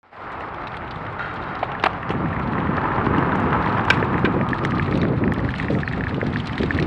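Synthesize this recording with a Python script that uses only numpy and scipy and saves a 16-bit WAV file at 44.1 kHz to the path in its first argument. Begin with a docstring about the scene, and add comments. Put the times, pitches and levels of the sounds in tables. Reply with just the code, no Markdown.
"""A bicycle rolls down a cobbled town street, heard from a plastic case on its handlebar.
Tyre noise fades in, hiss ahead of roar, with chain and cable ticks and case taps: noise and struck resonances.
The mount knocks from 0.4 s; from 1.2 s a brake pad scuffs the rim (banded noise); from 2.1 s wind buffets the case.
Stones slap under a car passing at 3.4 s (delayed noise); a fitting clanks at 3.9 s, a parked car returns a swish
at 4.65 s, and a small bird chirps at 5.0 and 5.8 s (gliding tones) as the shaking rises and falls."""
import sys
import numpy as np
from scipy import signal
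from scipy.fft import rfft, irfft, next_fast_len
from scipy.io import wavfile
from scipy.ndimage import uniform_filter1d, map_coordinates

SR = 44100
rng = np.random.default_rng(int(sys.argv[2]) if len(sys.argv) > 2 else 0)


def dump_mix(stems):
    """Bounce the given channels to the path in sys.argv[1] as a 16-bit WAV at rate SR."""
    frames = np.atleast_2d(stems).T  # one column per channel
    limited = np.clip(frames, -1, 1)  # hard clip at full scale
    pcm = np.round(limited * 32767).astype(np.int16)
    wavfile.write(sys.argv[1], SR, pcm)


N = 302702

# All levels precede the final fade and limiting. Spectra give relative shape only.
# Resonances list centre_hz, width_hz, gain_db for one pass.

# Bird chirps, before a 3 dB cut in the sum: start_s, peak_db
BIRD_CHIRPS = [(4.984, -44), (5.846, -42)]
CHIRP_FROM_HZ, CHIRP_TO_HZ, CHIRP_S = 4600, 3200, 0.12

# Spectrum of the car's tyre roar: frequency_hz, density_db
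CAR_SPECTRUM = [(120, -13.5), (300, 3), (600, -7.5), (800, -4), (950, 0.5), (1100, 0), (1350, -6),
                (1700, -8.5), (2200, -17.5), (3000, -25), (4500, -47.5), (6000, -56), (8500, -57),
                (12000, -82.5)]
# Band in which the car's tread drums on single stones: centre_hz, width_hz, gain_db
CAR_TREAD_MODES = [(1000, 165, 0)]
PASS_S, CAR_DB = 3.42, -24.5  # moment of passing, mean level then
GAP_M, CLOSING_M_PER_S, SOUND_M_PER_S = 7.5, 8.5, 343
CAR_FALLOFF = 2.01  # power of distance by which amplitude falls
TREAD_DB, TREAD_SLAPS_PER_S = -5, 100  # drumming against the roar; mean rate of stones struck

# Steady wind on the case: time_s, level_db
WIND_LEVEL = [(.25, -45), (.6, -41.5), (.95, -34.5), (1.3, -38), (2.05, -35.5), (2.14, -27), (3.7, -26),
              (4.4, -26), (4.9, -23.5), (5.6, -25.5), (6.2, -26), (6.86, -24.5)]
# Lulls added to the steady wind: middle_s, half_width_s, depth_db
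WIND_LULLS = [(2.869, 0.03976, -4), (4.57, 0.0259, -5), (5.571, 0.0446, -4), (5.86, 0.0417, -3.5),
              (6.07, .025, -3), (6.51, .07, -3)]
# Gusts on top of it: start_s, length_s, strength_db
WIND_GUSTS = [(2.134, 0.13, 6), (2.448, 0.0526, 5), (2.572, .14, 5.5), (3.038, 0.44, 7), (3.962, 0.1318, 6),
              (4.122, 0.02746, 6.5), (4.224, 0.0836, 8.5), (4.339, 0.076, 12), (4.497, 0.0335, 5.5),
              (4.61, 0.0453, 7.5), (4.74, 0.049, 3.5), (4.908, 0.0702, 7), (5.004, .14, 9.5),
              (5.208, .11, 7), (5.363, 0.0914, 6.5), (5.628, 0.022, 5), (5.699, 0.083, 9),
              (5.973, 0.039, 6), (6.099, 0.0778, 5.5), (6.253, 0.0755, 5.5), (6.597, 0.037, 9),
              (6.747, 0.16, 7.5)]
# Spectra of deep buffeting and higher flutter, at the reference wind: frequency_hz, density_db
BUFFET_SPECTRUM = [(20, -28.5), (32, -20), (50, -5.5), (75, 0.5), (130, 4), (200, 1.5), (270, -1.5),
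                   (400, -18.5), (800, -83)]
FLUTTER_SPECTRUM = [(130, -15), (230, -2.5), (290, 2.5), (400, 0), (520, -5), (700, -14.5), (1200, -53),
                    (2500, -74)]
GUST_ATTACK_S, GUST_RELEASE_S = 0.006, 0.03
BUFFET_GROWS, FLUTTER_DB = 0.4, -11  # share of gust dB given to buffeting; flutter against steady wind
EDDY_RISE, EDDY_REFERENCE_DB = .16, -22.5  # dB of pitch per dB of wind; wind that leaves pitch as it is
STEADY_S, STEADINESS = 0.062, 0.5  # span over which wind noise evens out, and how fully (0-1)

# Jolts through the frame: start_s, peak_db, pitch_hz
FRAME_JOLTS = [(1.839, -15, 330), (2.104, -13, 380), (2.689, -13, 200), (3.07, -11.5, 290),
               (3.11, -13, 230), (3.181, -13, 250), (3.904, -11, 480), (4.027, -10, 400), (4.244, -7, 320),
               (4.274, -13, 300), (4.41, -12, 225), (4.789, -13, 200), (5.273, -13, 250), (5.769, -10, 205),
               (6.181, -16, 480), (6.229, -11, 450), (6.607, -12, 250), (6.638, -11, 370)]

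# Onsets of brake scuffing: start_s, level_db
BRAKE_SCUFFS = [(1.185, -31), (1.46, -40.5)]
# Bands in which the rim sings: centre_hz, width_hz, gain_db
RIM_MODES = [(1410, 90, 11.5), (1950, 210, 2), (2700, 80, -3), (3200, 98, -7), (3790, 70, -6.5),
             (4410, 55, -12.5), (4770, 150, -23), (5600, 150, -26), (6430, 180, -22), (8000, 600, -22)]
SCUFF_ATTACK_S, SCUFF_HOLD_S, SCUFF_T60_S = .005, 0.05, 0.87  # hold counts from the onset
SCUFF_GRIT_DB = -20  # grit under the pad, against the singing rim

# Knocks of the plastic mount, and from 2.98 to 3.88 s slaps of stones under the passing car's tyres:
# start_s, peak_db, pitch_factor, brightness_edge_hz, added_damping_t60_s
KNOCKS_AND_SLAPS = [(.408, -20, 1.1, 1600, .012), (1.628, -11, 1, 800, .1), (1.632, -14, 1, 1200, .03),
                    (1.8382, -1, 1.04, 6000, .035), (1.8575, -12, 1.07, 4500, .02),
                    (1.8605, -6, 1.04, 2200, .04), (1.867, -7, 1.02, 1500, .03),
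                    (2.106, -17, 1.3, 2500, .03), (2.981, -15, 1.25, 1300, .03),
                    (3.066, -12, 1.26, 1400, .03), (3.32, -14, 1.45, 1500, .03),
                    (3.529, -10.5, 1.45, 1500, .02), (3.773, -11, 1.25, 1300, .02),
                    (3.794, -10.5, 1.35, 1400, .02), (3.882, -9, 1.4, 1300, .025),
                    (5.322, -19, 1.1, 1200, .06)]
# Resonances of these knocks and slaps before the pitch factor: centre_hz, width_hz, gain_db
KNOCK_MODES = [(726, 143, 9), (1063, 115, 10), (1350, 315, 3), (2520, 440, -4.5), (3230, 210, -18.5),
               (4400, 410, -18), (8060, 1300, -31)]
# Clanks of a loose metal fitting: start_s, peak_db, brightness_edge_hz
FITTING_CLANKS = [(3.902, 0, 4800), (3.933, -19.5, 3000), (4.248, -15, 1790), (4.255, -15, 1300)]
# Resonances of the fitting: centre_hz, width_hz, gain_db
FITTING_MODES = [(1005, 170, -4.5), (1563, 80, 4.5), (1935, 190, -5.5), (2390, 160, 2), (3180, 460, -13),
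                 (3670, 210, -10), (5380, 720, -18.5), (8400, 1800, -52)]
# Ringing after a clank: frequency_hz, level_relative_to_clank_db, t60_s
FITTING_TAIL = [(2380, -10.5, 0.036), (2487, -40.5, 0.23), (2610, -28, 0.13), (3505, -46, .26),
                (5389, -57, .35), (6550, -64, .25)]
REBOUND_S, REBOUND_LOSS_DB = .0025, 6  # each knock or slap rebounds once
BOUNCE_S, BOUNCE_LOSS_DB = .0022, 4.5  # the fitting bounces twice

# Chain and cable ticks, and at 1.838 and 1.863 s the bright crack of the mount knocks, # before TICK_GAIN_DB
# and CRACK_DB: start_s, peak_db, pitch_hz, crack_level_db
CHAIN_TICKS = [(0.3195, -38, 3520, -62), (0.405, -43.5, 3340, -61), (0.543, -35, 3200, -63),
               (0.671, -24.5, 3800, -68), (0.679, -33, 3700, -63), (0.7188, -34.5, 2950, -74),
               (0.747, -35, 3160, -68), (0.769, -28, 3220, -55), (0.8784, -32, 2800, -72),
               (0.9093, -30, 3100, -65), (0.9583, -34, 3200, -63), (1.051, -37, 3000, -69),
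               (1.0665, -33, 2800, -70), (1.1253, -41, 2810, -64), (1.1932, -29, 3770, -71),
               (1.3403, -39, 3180, -57), (1.369, -34, 2910, -75), (1.425, -32, 2780, -69),
               (1.5532, -27.5, 2970, -70), (1.636, -34, 3000, -68), (1.718, -25, 2830, -62),
               (1.798, -28, 2850, -63), (1.827, -28, 3060, -63), (1.8377, -19, 3570, -47),
               (1.863, -16.5, 2820, -54), (1.8814, -42, 3170, -63), (1.933, -31, 2840, -63),
               (2.028, -35, 3070, -64), (2.0927, -24, 2920, -60), (2.2852, -38, 2780, -62),
               (2.3955, -36, 2900, -61), (2.5224, -34, 3250, -61), (2.6025, -33, 2850, -73),
               (2.6693, -40, 2850, -88), (2.7684, -29, 2800, -67), (2.838, -35, 2930, -69),
               (3.1822, -22.5, 2770, -55), (3.356, -38, 3010, -51), (3.3997, -37, 3190, -56),
               (3.451, -48, 3150, -73), (3.506, -32, 2940, -68.5), (3.66, -27.5, 3080, -58),
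               (3.782, -30.5, 3020, -56), (3.8505, -29, 2833, -50), (4.414, -38, 2840, -70),
               (4.488, -28.5, 3100, -52), (4.5431, -34, 3180, -57), (4.5854, -33, 2850, -74),
               (4.637, -28, 4050, -59), (4.6495, -20, 2820, -42.5), (4.7085, -24.5, 2832, -50),
               (4.7486, -42, 2800, -71), (4.7826, -28, 2800, -58), (4.824, -24.5, 2900, -64),
               (4.86, -26, 2871, -68), (4.94, -31, 3787, -69), (4.955, -26, 2960, -67),
               (4.9747, -29, 3650, -48), (5.016, -20, 3660, -54), (5.32, -32, 3070, -60),
               (5.343, -27.5, 2960, -62), (5.402, -34, 2960, -62), (5.5054, -29, 3209, -56),
               (5.5395, -31, 2940, -70), (5.56, -24, 2940, -59), (5.583, -30, 4074, -49),
               (5.5994, -27.5, 2880, -58), (5.787, -31, 2900, -59), (5.807, -34, 2930, -65),
               (6.1444, -24, 2870, -57), (6.238, -35.5, 3160, -60), (6.2665, -23, 3280, -53),
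               (6.303, -37, 3050, -60), (6.329, -28, 3120, -57), (6.37, -25, 3880, -59),
               (6.4009, -23, 2970, -53), (6.4712, -25, 3970, -44), (6.4934, -34, 2870, -62),
               (6.5305, -28, 2960, -55), (6.555, -31, 2970, -58), (6.6157, -27, 2960, -59),
               (6.6333, -22.5, 3610, -48), (6.649, -39, 2890, -70), (6.725, -30, 2940, -63),
               (6.776, -27, 3200, -55), (6.799, -18, 4000, -46), (6.8255, -19.5, 3670, -50)]
# Shivers of the chain after a bump: start_s, peak_db, t60_s, sizzle_peak_db
CHAIN_SHIVERS = [(1.63, -20.5, 0.055, -61), (1.843, -20, .07, -46), (1.864, -15.5, 0.017, -42),
                 (2.105, -26, 0.13, -47.5), (3.906, -26, 0.38, -46.5), (4.249, -16, 0.083, -54),
                 (5.585, -28, 0.27, -51), (5.72, -41, 0.35, -50.5)]
# One thin, sharp click: start_s, peak_db
SHARP_CLICK = (5.3375, -18)
# Resonances of the chain before each part's stretch: centre_hz, width_hz, gain_db
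CHAIN_MODES = [(2270, 610, 2), (3800, 1180, -4), (5000, 620, -12), (8450, 1500, -19)]
# Bright resonances of a crack, passed twice: centre_hz, width_hz, gain_db
CRACK_MODES = [(5650, 1900, 0.5), (8860, 2700, -1.5)]
TICK_GAIN_DB, CRACK_DB = 0.5, 9.5  # added to the tick peaks; added to the crack levels to give peaks
OWN_RING_DB = 2.5  # gain of a part's own resonance beside the chain's
CHATTER_DB, CHATTER_GROWS = -53, 1.16  # rattle at 0 dB shaking, for each part size; its dB per dB of shaking

# Hard taps of the case, before TAP_GAIN_DB: start_s, peak_db
HARD_TAPS = [(.743, -21.5), (1.064, -24), (1.195, -19), (1.751, -18.5), (2.031, -20), (2.151, -21),
             (2.259, -19.5), (2.329, -19.5), (2.365, -19.5), (2.400, -20), (2.534, -18), (2.581, -20),
             (2.671, -19.5), (2.780, -16.5), (2.843, -17), (2.917, -18), (3.066, -24), (3.147, -16),
             (3.227, -26), (3.400, -23), (3.644, -17), (3.673, -14), (3.975, -17.5), (4.0266, -12),
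             (4.143, -15.5), (4.1807, -13.5), (4.39, -23.5), (4.4122, -14.5), (4.5315, -10.5), (4.59, -20),
             (4.6508, -9), (4.7205, -16), (4.774, -23), (4.7965, -10), (4.880, -20), (4.9248, -15.5),
             (5.0308, -17), (5.0523, -16), (5.2389, -13.5), (5.2782, -17), (5.321, -15), (5.362, -21.5),
             (5.393, -22), (5.448, -19.5), (5.4895, -17), (5.54, -14.5), (5.5992, -13.5), (5.628, -21),
             (5.646, -20.5), (5.684, -16), (5.751, -19), (5.787, -19.5), (5.8325, -15), (5.877, -12.5),
             (5.913, -19), (5.934, -19.5), (6.008, -15.5), (6.038, -14.5), (6.0687, -15.5), (6.110, -22),
             (6.2146, -11.5), (6.335, -22), (6.3597, -12.5), (6.496, -19.5), (6.542, -21), (6.5797, -16),
             (6.632, -15), (6.707, -7.5), (6.768, -20.5), (6.788, -12)]
# Faint taps in between, as the case works loose: time_s, typical_peak_db
FAINT_TAP_LEVEL = [(0, -33), (2.3, -29), (6.86, -27)]
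# Main and upper resonance of the case before scatter: centre_hz, width_hz, gain_db
CASE_MODES = [(1776, 217, 12), (2700, 600, -9)]
TAP_GAIN_DB, TAP_COLOUR_SCATTER_DB = -0.5, 4  # trim of hard taps; tap-to-tap spread of the upper mode
STONES_PER_S, STONE_SCATTER = 16, .17  # stones under the wheel; spread of timing, in stone spacings

# Relative shaking of the bicycle, which drives hiss and chatter: time_s, shaking_db
SHAKING = [(0, -6), (2.3, -8.5), (3.85, -1.5), (4.42, -4), (4.95, 3.5), (5.13, -8), (5.55, 3), (6.1, -1.5),
           (6.45, 3.5), (6.86, 4.5)]
# Tyre roar, before a 0.23 dB lift: time_s, level_db
TYRE_LEVEL = [(.25, -32.5), (.9, -33.5), (1.5, -32), (4.1, -30), (4.45, -34), (5.2, -35.5), (6.4, -36),
              (6.86, -34.5)]
# Spectra of tyre roar and of tread hiss or brake grit: frequency_hz, density_db
ROAR_SPECTRUM = [(150, -9.5), (350, -3.5), (600, -4), (780, 1.5), (950, -1), (1300, 0.5), (1700, -9),
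                 (2200, -12.5), (2900, -22.5), (4000, -33), (6000, -70.5)]
HISS_SPECTRUM = [(1000, -18), (1800, 9), (2600, 0), (3300, -6), (4200, -9.5), (5000, -12), (6200, -27.5),
                 (7200, -25.5), (8700, -27.5), (10500, -44.5), (15000, -64.5)]
# Band of the swish off a parked car, passed twice: centre_hz, width_hz, gain_db
SWISH_MODES = [(1216, 200, 0)]
HISS_DB, HISS_GROWS = -47.5, 0.75  # hiss at 0 dB shaking; its dB per dB of shaking
HISS_LEAD_DB, HISS_LEAD_S = 10, .27  # early lift of the hiss: full for half this time, gone at its end
SWISH_S, SWISH_DB, SWISH_WIDTH_S = 4.65, -33, 0.26  # middle, level, time to fall 6 dB either side

# Overall fade-in, silent before its first row: time_s, gain_db
FADE_IN = [(.031, -22.5), (.11, -21), (.135, -11.5), (.2, -5), (.27, 0.5)]
TOP_HZ = 15800  # upper limit of the band


def amp(db):
    """Logarithmic level: decibels to an amplitude ratio."""
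    return 10 ** (np.asarray(db) / 20)


def decay(t, t60):
    """Exponential damping: amplitude falls 60 dB in t60 seconds."""
    return amp(-60 * t / t60)


def unit(x):
    """Root-mean-square level: scale to rms 1."""
    return x / np.sqrt(np.mean(x ** 2) + 1e-20)


def clock():
    """Sampling: time of each sample in seconds."""
    return np.arange(N) / SR


def curves(rows):
    """Linear interpolation: one value per sample for each column after the time."""
    s, *columns = np.transpose(rows)
    return [np.interp(clock(), s, column) for column in columns]


def bell(middle_s, half_width_s):
    """Gaussian envelope: 1 at the middle, one half at the half width."""
    return .5 ** (((clock() - middle_s) / half_width_s) ** 2)


def wobble(rate):
    """Slow random modulation: a smooth curve through rate random knots a second."""
    knots = rng.standard_normal(int(N * rate / SR) + 4)
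    return map_coordinates(knots, [np.arange(N) * rate / SR])


def filtered(x, response):
    """Linear filtering: multiply the spectrum by a complex response of frequency."""
    size = next_fast_len(len(x) + 8192)
    return irfft(rfft(x, size) * response(np.fft.rfftfreq(size, 1 / SR)), size)[:len(x)]


def coloured(x, spectrum):
    """Spectral shaping: filter by (Hz, dB) points on a logarithmic axis, at rms 1."""
    f, db = np.transpose(spectrum)
    return unit(filtered(x, lambda hz: amp(np.interp(np.log(hz + 1), np.log(f), db))))


def ring(x, modes, stretch=1):
    """Modal superposition: excite a body's damped resonances, all scaled in frequency by stretch."""
    def response(hz):
        f = hz / stretch
        total = 0
        for k, (centre, width, db) in enumerate(modes):
            damping = 1j * f * width
            # neighbouring modes have opposite signs
            total = total + (-1) ** k * amp(db) * damping / (centre ** 2 - f ** 2 + damping)
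        return total
    return filtered(x, response)


def muffled(x, edge_hz, order):
    """Treble loss: a causal low-pass."""
    return signal.sosfilt(signal.butter(order, edge_hz, fs=SR, output='sos'), x)


def contact(grit, t60):
    """Impact excitation: a sharp impulse followed by a short dying chatter."""
    t = np.arange(SR // 10) / SR
    return (t == 0) + grit * rng.standard_normal(len(t)) * decay(t, t60)


def impacts(rate, spread_db):
    """Shot noise: randomly timed pulses of uneven size and either sign, at rms 1."""
    sizes = amp(spread_db * np.clip(rng.standard_normal(N), -2, 2)) * rng.choice([-1, 1], N)
    return unit(sizes * (rng.random(N) < rate / SR))


def steady(x):
    """Level compression: even out the slow swells of a noise, leaving its fast grain, at rms 1."""
    power = np.abs(uniform_filter1d(x ** 2, int(STEADY_S * SR))) + 1e-9
    return unit(x / power ** (STEADINESS / 2))


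def add(track, s, db, sound):
    """Superposition: add a sound from time s with its peak at db."""
    room = track[max(round(s * SR), 0):][:len(sound)]
    room += (amp(db) * sound / np.abs(sound).max())[:len(room)]


def bird():
    """Frequency modulation: each chirp is a short, quivering whistle sliding down."""
    out, t = np.zeros(N), np.arange(SR // 8) / SR
    for s, db in BIRD_CHIRPS:
        glide_hz = np.interp(t, [0, CHIRP_S], [CHIRP_FROM_HZ, CHIRP_TO_HZ])
        hz = glide_hz * (1 + .035 * wobble(300)[:len(t)])
        swell = np.interp(t / CHIRP_S, [0, .15, .3, .5, .8, 1], [0, 1, .4, .1, .5, 0])
        add(out, s, db, swell * np.sin(2 * np.pi * np.cumsum(hz) / SR))
    return out


def street(x, t60):
    """Diffuse reflection: the house fronts return a dull, scattered tail."""
    t = np.arange(SR // 2) / SR
    scatter = muffled(rng.standard_normal(len(t)), edge_hz=5000, order=2)
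    tail = scatter * decay(t, t60) * (t > .012)
    return signal.fftconvolve(x, tail / np.linalg.norm(tail))[:N]


def car():
    """Doppler effect: distance sets the level and delay of tyre noise, so its pitch sags as the car goes by."""
    distance_m = np.hypot(GAP_M, CLOSING_M_PER_S * (clock() - PASS_S))
    roar = coloured(rng.standard_normal(N) + 0.66 * impacts(rate=220, spread_db=6), CAR_SPECTRUM)
    blows = impacts(rate=TREAD_SLAPS_PER_S, spread_db=4)
    slaps = signal.fftconvolve(blows, contact(grit=0.58, t60=.03))[:N]
    drumming = unit(muffled(ring(slaps, CAR_TREAD_MODES), edge_hz=2130, order=4))
    sent = roar + amp(TREAD_DB) * drumming
    emission_s = clock() - distance_m / SOUND_M_PER_S
    heard = map_coordinates(sent, [emission_s * SR], mode='mirror')
    return amp(CAR_DB + 1.15 * wobble(45)) * (GAP_M / distance_m) ** CAR_FALLOFF * heard


def gusts():
    """Transient flow: strength in dB of the strongest gust at each moment."""
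    shapes = []
    for s, length, db in WIND_GUSTS:
        rise = (clock() - s) / GUST_ATTACK_S + .5
        fall = (s + length - clock()) / GUST_RELEASE_S + 1
        shapes.append(db * np.clip(np.minimum(rise, fall), 0, 1))
    return np.max(shapes, axis=0)


def wind():
    """Vortex shedding: eddies press on the case in lumps; in a gust they come faster and flutter more."""
    steady_db = curves(WIND_LEVEL)[0]
    for s, half_width, db in WIND_LULLS:
        steady_db = steady_db + db * bell(s, half_width)
    gust_db = gusts()
    # faster air reads through the eddy noise faster, raising its pitch
    air_passed = np.cumsum(amp(EDDY_RISE * (steady_db + gust_db - EDDY_REFERENCE_DB)))

    def eddies(spectrum):
        noise = coloured(rng.standard_normal(N), spectrum)
        return steady(map_coordinates(noise, [air_passed], mode='mirror'))
    buffet = unit(amp(1.1 * wobble(40)) * eddies(BUFFET_SPECTRUM))
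    flutter = unit(amp(2.6 * wobble(110)) * eddies(FLUTTER_SPECTRUM))
    buffet_gain = amp(steady_db + BUFFET_GROWS * gust_db)
    flutter_gain = amp(steady_db + FLUTTER_DB + gust_db)
    return buffet_gain * buffet + flutter_gain * flutter


def jolts():
    """Heavily damped oscillation: a high stone pushes the frame through a cycle or two."""
    out, t = np.zeros(N), np.arange(SR // 20) / SR
    for s, db, hz in FRAME_JOLTS:
        cycles = t * hz
        add(out, s, db, np.sin(2 * np.pi * cycles) * cycles * np.exp(-cycles / .5))
    return out


def brake():
    """Friction excitation: the pad grabs, rubs over grit and lets go; the rim sings in a few narrow bands."""
    pressure = np.zeros(N)
    for s, db in BRAKE_SCUFFS:
        t = clock() - s
        release = decay(np.maximum(t - SCUFF_HOLD_S, 0), SCUFF_T60_S)
        pressure += np.clip(t / SCUFF_ATTACK_S, 0, 1) * amp(db) * release
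    rubbing = unit(muffled(ring(rng.standard_normal(N), RIM_MODES), edge_hz=4500, order=4))
    grit = coloured(impacts(rate=460, spread_db=11), HISS_SPECTRUM)
    return amp(0.89 * wobble(54)) * pressure * (rubbing + amp(SCUFF_GRIT_DB) * grit)


def knocks_and_slaps():
    """Damped impact: the mount knocks, or a stone slaps under the car's tyre; each rebounds once, softer."""
    out = np.zeros(N)
    for s, db, pitch, edge_hz, t60 in KNOCKS_AND_SLAPS:
        for k in range(2):
            blow = ring(contact(grit=0.17, t60=0.03), KNOCK_MODES, stretch=pitch)
            damped = blow * decay(np.arange(len(blow)) / SR, t60)
            add(out, s + k * REBOUND_S, db - k * REBOUND_LOSS_DB, muffled(damped, edge_hz, order=2))
    return out


def clanks():
    """Repeated impact: a metal fitting clanks, bounces a little softer each time, and rings on."""
    out, t = np.zeros(N), np.arange(SR // 3) / SR
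    for s, db, edge_hz in FITTING_CLANKS:
        for hz, mode_db, t60 in FITTING_TAIL:
            phase = 2 * np.pi * hz * t + wobble(130)[:len(t)]
            add(out, s, db + mode_db, np.sin(phase) * decay(t, t60))
        for k in range(3):
            clank = ring(contact(grit=0.22, t60=0.028), FITTING_MODES)
            add(out, s + k * BOUNCE_S, db - k * BOUNCE_LOSS_DB, muffled(clank, edge_hz, order=2))
    return out


def crack(x):
    """Cascaded resonance: two passes through the bright modes."""
    return ring(ring(x, CRACK_MODES), CRACK_MODES)


def ticks():
    """Modal excitation: chain links and cables tick, each at its own pitch, with a bright crack."""
    out = np.zeros(N)
    for s, db, hz, crack_db in CHAIN_TICKS:
        blow = contact(grit=0.19, t60=0.025)
        chain = ring(blow, CHAIN_MODES, stretch=np.exp(0.14 * rng.standard_normal()))
        own_ring = ring(blow, [(hz, 450, OWN_RING_DB)])
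        add(out, s, db + TICK_GAIN_DB, muffled(chain + own_ring, edge_hz=4430, order=4))
        add(out, s, crack_db + CRACK_DB, crack(blow))
    add(out, *SHARP_CLICK, np.ones(1))  # a single-sample impulse
    return out


def shivers():
    """Decaying random excitation: the chain shivers after a bump, with a bright sizzle."""
    out, t = np.zeros(N), np.arange(SR // 3) / SR
    for s, db, t60, sizzle_db in CHAIN_SHIVERS:
        shiver = rng.standard_normal(len(t)) * decay(t, t60)
        add(out, s, db, muffled(ring(shiver, CHAIN_MODES, stretch=0.99), edge_hz=2300, order=2))
        add(out, s, sizzle_db, crack(shiver))
    return out


def chatter():
    """Random impact: small parts of three sizes rattle independently, following the shaking."""
    out = np.zeros(N)
    level = amp(CHATTER_DB + CHATTER_GROWS * curves(SHAKING)[0])
    for stretch in (.9, 1, 1.12):
        blows = signal.fftconvolve(impacts(rate=23, spread_db=6), contact(grit=0.26, t60=0.046))[:N]
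        out += level * unit(muffled(ring(blows, CHAIN_MODES, stretch), edge_hz=5340, order=2))
    return out


def case_tap():
    """Variable contact: each tap lands a little differently in pitch, brightness, damping and colour."""
    detune, hardness, damping, colour = np.clip(rng.standard_normal(4), -1.7, 1.7)
    (hz, width, main_db), (upper_hz, upper_width, upper_db) = CASE_MODES
    main = (hz, width * 1.35 ** damping, main_db)
    upper = (upper_hz, upper_width, upper_db + TAP_COLOUR_SCATTER_DB * colour)
    tap = ring(contact(grit=0.085, t60=0.017), [main, upper], stretch=1 + 0.03 * detune)
    return muffled(tap, edge_hz=2400 * np.exp(0.065 * hardness), order=4)


def taps():
    """Impulsive excitation: stones rock the case in its mount; some taps are much harder than others."""
    out = np.zeros(N)
    offset, size = rng.standard_normal((200, 2)).T
    times = (np.arange(len(offset)) + 1 + STONE_SCATTER * offset) / STONES_PER_S
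    light_db = np.interp(times, *np.transpose(FAINT_TAP_LEVEL)) + 2.3 * np.clip(size, -2, 2)
    hard = [(s, db + TAP_GAIN_DB) for s, db in HARD_TAPS]
    light = []
    for s, db in zip(times, light_db):
        # no light tap within half a stone spacing of a hard one
        clear = min(abs(s - hard_s) for hard_s, _ in hard) > .5 / STONES_PER_S
        if s < N / SR and clear:
            light.append((s, db))
    for s, db in hard + light:
        add(out, s, db, case_tap())
    return out


def swish():
    """Specular reflection: the tyre noise swishes back from a parked car, as a swell of banded noise."""
    band = ring(ring(rng.standard_normal(N), SWISH_MODES), SWISH_MODES)
    return amp(SWISH_DB) * bell(SWISH_S, SWISH_WIDTH_S) * unit(band)


def tread_hiss():
    """Granular excitation: a flickering hiss of noise and small impacts grows with the shaking."""
    grit = rng.standard_normal(N) + 0.45 * impacts(rate=480, spread_db=6)
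    lead_db = HISS_LEAD_DB * np.clip(2 * (1 - clock() / HISS_LEAD_S), 0, 1)
    level_db = HISS_DB + HISS_GROWS * curves(SHAKING)[0] + lead_db + 1.8 * wobble(31)
    return amp(level_db) * coloured(grit, HISS_SPECTRUM)


def tyre_roar():
    """Broadband impact noise: rubber slaps stone after stone, blending into a roar."""
    slaps = rng.standard_normal(N) + .5 * impacts(rate=250, spread_db=-0.5)
    level_db = curves(TYRE_LEVEL)[0] + 0.23 + 0.94 * wobble(25)
    return amp(level_db) * coloured(slaps, ROAR_SPECTRUM)


def scene():
    """Superposition at the handlebar: all sources add, and the street echoes the clatter and the bird."""
    chirps = bird()
    clatter = knocks_and_slaps() + clanks() + ticks() + shivers() + chatter()
    echo = street(amp(-26) * clatter + amp(-16) * chirps, t60=.4)
    background = amp(-3) * chirps + echo + car() + wind()
    foreground = jolts() + brake() + clatter + taps() + swish() + tread_hiss() + tyre_roar()
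    return (background + foreground)[None]


def record(dry):
    """Saturation and band limiting: fade in, squash the loudest peaks, soften treble and thin deep bass."""
    x = dry[0] * (clock() > FADE_IN[0][0]) * amp(curves(FADE_IN)[0])
    x = x / (1 + np.abs(x / .74) ** 6) ** (1 / 6)  # peaks level off towards 0.74
    x = muffled(x, edge_hz=8800, order=2)
    return filtered(x, lambda hz: (hz < TOP_HZ) * hz ** 4 / (hz ** 4 + 27 ** 4))[None]


dry = scene()
out = record(dry)
dump_mix(out)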